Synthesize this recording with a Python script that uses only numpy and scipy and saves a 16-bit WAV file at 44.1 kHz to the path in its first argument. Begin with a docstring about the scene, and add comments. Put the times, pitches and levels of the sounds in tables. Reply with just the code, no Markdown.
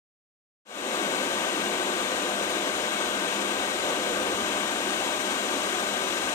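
"""Outdoors, a hairdryer blows through a pipe into a small forge in a steel pot. The sound fades in on
the running dryer: its fan hums and rushes, the jet hisses, the fire flutters and its low roar swells
briefly now and then. Near 3.9 s light taps land by the right microphone, which faces away, and fuel
shifts under a gloved hand, knocking on the pot. The flames flare up, then the hand draws back and the
hollow note of the pot's mouth falls away. Dryer and fire run on, with two more brief swells."""
import sys
import numpy as np
from scipy.fft import rfft, irfft, next_fast_len
from scipy.io import wavfile
from scipy.ndimage import map_coordinates

SR = 44100
rng = np.random.default_rng(int(sys.argv[2]) if len(sys.argv) > 2 else 0)


def transcribe(signal):
    """Save signal, clipped to [-1, 1], as a 16-bit WAV file at the path in sys.argv[1]."""
    frames = np.atleast_2d(signal).T
    limited = np.clip(frames, -1, 1)
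    pcm = np.round(limited * 32767).astype(np.int16)
    wavfile.write(sys.argv[1], SR, pcm)


N = 279594

# how far the right microphone trails the left: f/Hz, lag/rad
RIGHT_LAG = [(170, 0.086), (400, 0.56), (900, 1.24), (1100, 1.7), (1900, 2.57), (2900, 1.9), (3700, 2.9),
             (4800, 3.7), (5300, 6.3), (7500, 6.9)]
# low roar or flames swell briefly at odd moments: crest t/s, length/s, flame lift/dB, roar lift/dB
FIRE_SWELLS = [(1.12, 0.25, -1, 2.8), (1.658, 0.15, 0, 2.5), (2.45, .4, 0, 0.5), (3.95, 0.12, -1, 2),
               (4.164, 0.086, 8.5, 1.5), (4.34, 0.31, 7, 3), (5.44, 0.18, -3, 2.3), (6.26, 0.059, 7.5, -1)]


def amp(db):
    """Decibels to gain."""
    return 10 ** (np.asarray(db) / 20)


def rms(x):
    """Root mean square."""
    return np.sqrt(np.mean(x ** 2) + 1e-20)


def along(points, hz):
    """A curve of (f/Hz, value) points, read on a log frequency axis."""
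    f, v = np.transpose(points)
    return np.interp(np.log(hz + 1), np.log(f + 1), v)


def lift(resonances, hz):
    """Bell EQ: the dB that a set of resonances adds at each frequency."""
    return sum(db * .5 ** ((2 * (hz - centre) / width) ** 2) for centre, width, db in resonances)


def wobble(rate):
    """A smooth random curve, rate knots a second."""
    return map_coordinates(rng.standard_normal(int(N * rate / SR) + 4), [np.arange(N) * rate / SR])


def swell(crest_s, length_s):
    """A bell of height 1, length_s wide at half height."""
    return .5 ** ((2 * (np.arange(N) / SR - crest_s) / length_s) ** 2)


def ramp(start_s, length_s):
    """A straight rise from 0 to 1."""
    return np.clip((np.arange(N) / SR - start_s) / length_s, 0, 1)


def turbulence(spectrum, resonances=(), echo_db=-22, echo_t60=0.051):
    """Stereo air noise coloured by a cavity: rms 1 on the left, later and duller on the right."""
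    # shadow on the right microphone: f/Hz, level against the left/dB
    shadow = [(480, 0), (620, -2), (820, -4.5), (1900, -7), (2350, -15), (3200, -8.5), (5050, -7),
              (5500, -15.5), (7700, -30.5), (8200, -33), (9600, -35), (10600, -12.5), (12000, -13),
              (14000, -18)]
    # ripple on the right as sound bends round the microphones' case: f/Hz, width/Hz, lift/dB
    case_ripple = [(1100, 290, 2.5), (1330, 110, 4.5), (1540, 130, -6), (1690, 110, 2), (3880, 200, -7),
                   (4700, 200, -3.5)]
    # likeness of left and right: f/Hz, coherence/0-1
    coherence = [(60, 0.75), (200, .97), (800, 0.88), (1400, 0.76), (2100, 0.61), (3200, 0.76),
                 (6000, 0.39), (9000, .2), (12000, .35), (15000, .1)]
    m = next_fast_len(N + 8192)
    hz = np.fft.rfftfreq(m, 1 / SR)
    t = np.arange(SR // 16) / SR
    echoes = rng.standard_normal(len(t)) * amp(-60 * t / echo_t60) * (t > .006)  # off fence and bank
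    yard = 1 + amp(echo_db) * rfft(echoes / np.linalg.norm(echoes), m)
    colour = amp(along(spectrum, hz) + lift(resonances, hz))
    direct, scattered = rfft(rng.standard_normal((2, m))) * yard * colour
    alike = along(coherence, hz)
    shade = amp(along(shadow, hz) + lift(case_ripple, hz)) * np.exp(-1j * along(RIGHT_LAG, hz))
    right = shade * (alike * direct + np.sqrt(1 - alike ** 2) * scattered)
    pair = irfft(np.array([direct, right]), m)[:, :N]
    return pair / rms(pair[0])


def fan_hum(shaft_hz=203.4, drift=0.0005025, waver_db=1.5, blur_rad=0.21):
    """The fan hums on harmonics of its shaft; uneven inflow makes each waver in level and phase."""
    # fan tones: multiple of the shaft rate, left rms level/dB, right rms level/dB
    harmonics = [(1, -50.5, -50.5), (3, -41.5, -45.5), (5, -46, -48.5), (6, -45.5, -59), (7, -47.5, -51),
                 (8, -53, -55), (11, -46.5, -72), (14, -48, -50), (15, -53, -72), (16, -48, -65),
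                 (30, -65, -81), (37, -61, -88)]
    turns = np.cumsum(shaft_hz * (1 + drift * wobble(1.5))) / SR
    hum = np.zeros((2, N))
    for multiple, left_db, right_db in harmonics:
        phase = 2 * np.pi * (multiple * turns + rng.random()) + blur_rad * wobble(16)
        waver = amp(waver_db * wobble(7))
        lag = along(RIGHT_LAG, multiple * shaft_hz)
        tone = np.array([amp(left_db) * np.sin(phase), amp(right_db) * np.sin(phase - lag)])
        hum += waver / rms(waver) * tone
    return np.sqrt(2) * hum


def airflow(rush_db=-27.5, hiss_db=-34.5, flutter_db=0.4, wander_db=0.02):
    """Air rushes through the housing and hisses at the nozzle; the jet wanders and eddies shake both."""
    # broad rush inside the dryer: f/Hz, relative level/dB
    rush_spectrum = [(150, -35), (350, -6.5), (650, -1), (1000, 0), (2000, -0.5), (3300, 0.5), (4000, -2),
                     (4300, -6.5), (5000, -14), (7000, -54)]
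    # resonances of the housing: f/Hz, width/Hz, lift/dB
    housing = [(724, 143, 6), (918, 44, 7), (1030, 58, -0.1), (1119, 49, 4), (1200, 81, 6.5),
               (1460, 33, -7), (1537, 109, 9), (1626, 65, 6), (1650, 43, -4.5), (1872, 71, 4),
               (2120, 57, 2), (2250, 88, 4), (2590, 180, 2), (2990, 130, 1), (3464, 53, -8), (3560, 240, 2),
               (3980, 71, 4)]
    # bright hiss of the jet: f/Hz, relative level/dB
    hiss_spectrum = [(2000, -15.5), (4200, -9), (5200, -3.5), (7000, 0.5), (8200, 0), (9500, -3),
                     (10100, -9.5), (10650, -18), (11300, -13), (12400, -12.5), (14000, -14.5),
                     (15700, -21)]
    # resonances of the nozzle: f/Hz, width/Hz, lift/dB
    nozzle = [(5150, 52, 6), (5400, 200, -1.5), (5910, 340, 4.5), (6590, 250, 4.5), (7500, 440, 2)]
    hand_clear = ramp(start_s=4.27, length_s=0.66)  # a touch louder once the hand is out of the way
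    rush = amp(rush_db + 0.05 * hand_clear) * turbulence(rush_spectrum, housing)
    hiss_gain = amp(hiss_db + 0.7 * hand_clear + wander_db * wobble(3.92))
    hiss = hiss_gain * turbulence(hiss_spectrum, nozzle)
    return (rush + hiss) * amp(flutter_db * wobble(60))


def flames(rest_db=-60.5, lick_db=0.8):
    """Flames flap above the fuel: a low flutter that leaps on some of the swells."""
    # rumble of the flames: f/Hz, relative level/dB
    flame_spectrum = [(15, -25), (40, -7), (75, 0.5), (105, -1.5), (140, -7.5), (250, -13), (800, -80)]
    level_db = rest_db + sum(db * swell(s, length) for s, length, db, _ in FIRE_SWELLS)
    return amp(level_db + lick_db * wobble(16)) * turbulence(flame_spectrum)


def draught(rest_db=-35, surge_db=0.6):
    """The draught roars through the burning fuel and sounds the pot's mouth; the two surge together."""
    # body of the roar: f/Hz, relative level/dB
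    roar_spectrum = [(90, -40), (145, -20), (170, -11.5), (210, -3), (300, -0.5), (550, -1), (700, -11),
                     (1200, -7.5), (2500, -30), (6000, -72)]
    # resonances of pipe and pot: f/Hz, width/Hz, lift/dB
    pipe_and_pot = [(207, 8.9, 2.5), (363, 96, 4), (441, 42, -8), (495, 53, 0)]
    # hollow note of the pot's mouth: f/Hz, relative level/dB
    hollow_spectrum = [(300, -40), (440, -14), (490, -1), (525, -2.5), (580, -9), (800, -42)]
    # that note's envelope, strongest while the glove covers the mouth: t/s, level/dB
    hollow_envelope = [(1.7, -40.5), (2.9, -41), (3.7, -43), (3.92, -36.5), (4.35, -39.5), (4.6, -57)]
    roar_db = rest_db + sum(db * swell(s, length) for s, length, _, db in FIRE_SWELLS)
    hollow_db = np.interp(np.arange(N) / SR, *np.transpose(hollow_envelope))
    roar = amp(roar_db) * turbulence(roar_spectrum, pipe_and_pot)
    hollow = amp(hollow_db) * turbulence(hollow_spectrum)
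    return (roar + hollow) * amp(surge_db * wobble(25))


def taps(push_s=0.00054, rise_s=.00009, left_db=-20):
    """Each tap on the case by the right microphone is one short push of pressure with no ring."""
    # light taps: t/s, peak level on the right/dB
    tap_cues = [(3.849, -17), (3.875, -25), (3.9003, -27)]
    t = np.arange(SR // 100) / SR
    pulse = (1 - t / push_s) * np.exp(-t / push_s) * (1 - np.exp(-t / rise_s))
    right = np.zeros(N)
    for s, db in tap_cues:
        right[round(s * SR):][:len(t)] += amp(db) * pulse / pulse.max()
    return np.array([amp(left_db) * right, right])


def fuel_knocks(attack_s=.002, scatter_db=2.7):
    """Each shifting piece of fuel knocks softly on the pot, which rings briefly."""
    # pieces shifting: t/s, gain/dB
    knock_cues = [(3.87, -30), (3.895, -28), (3.924, -24.5), (3.966, -30)]
    # modes of the struck steel pot: f/Hz, relative level/dB, t60/s
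    pot_modes = [(333.4, -15, .07), (512, -3, 0.096), (590, -1, 0.068), (1155, -1, 0.048)]
    t = np.arange(SR // 4) / SR
    knocks = np.zeros(N)
    for s, knock_db in knock_cues:
        ring = sum(amp(db + rng.normal(0, scatter_db) - 60 * t / t60) * np.sin(2 * np.pi * hz * t)
                   for hz, db, t60 in pot_modes)
        knocks[round(s * SR):][:len(t)] += amp(knock_db) * ring * (1 - np.exp(-t / attack_s))
    return knocks


def scene():
    """A bed of dryer and fire in the open air, with one short cluster of taps and knocks."""
    return fan_hum() + airflow() + flames() + draught() + taps() + fuel_knocks()


def record(dry):
    """A short, nearly straight fade-in from silence, then a steep high cut."""
    cutoff_hz = 15740
    faded = dry * ramp(start_s=0.65, length_s=.29) ** 1.03
    m = next_fast_len(N + SR // 2)
    high_cut = np.interp(np.fft.rfftfreq(m, 1 / SR), [cutoff_hz, cutoff_hz + 100], [1, 0])
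    return irfft(rfft(faded, m) * high_cut, m)[..., :N]


dry = scene()
out = record(dry)
transcribe(out)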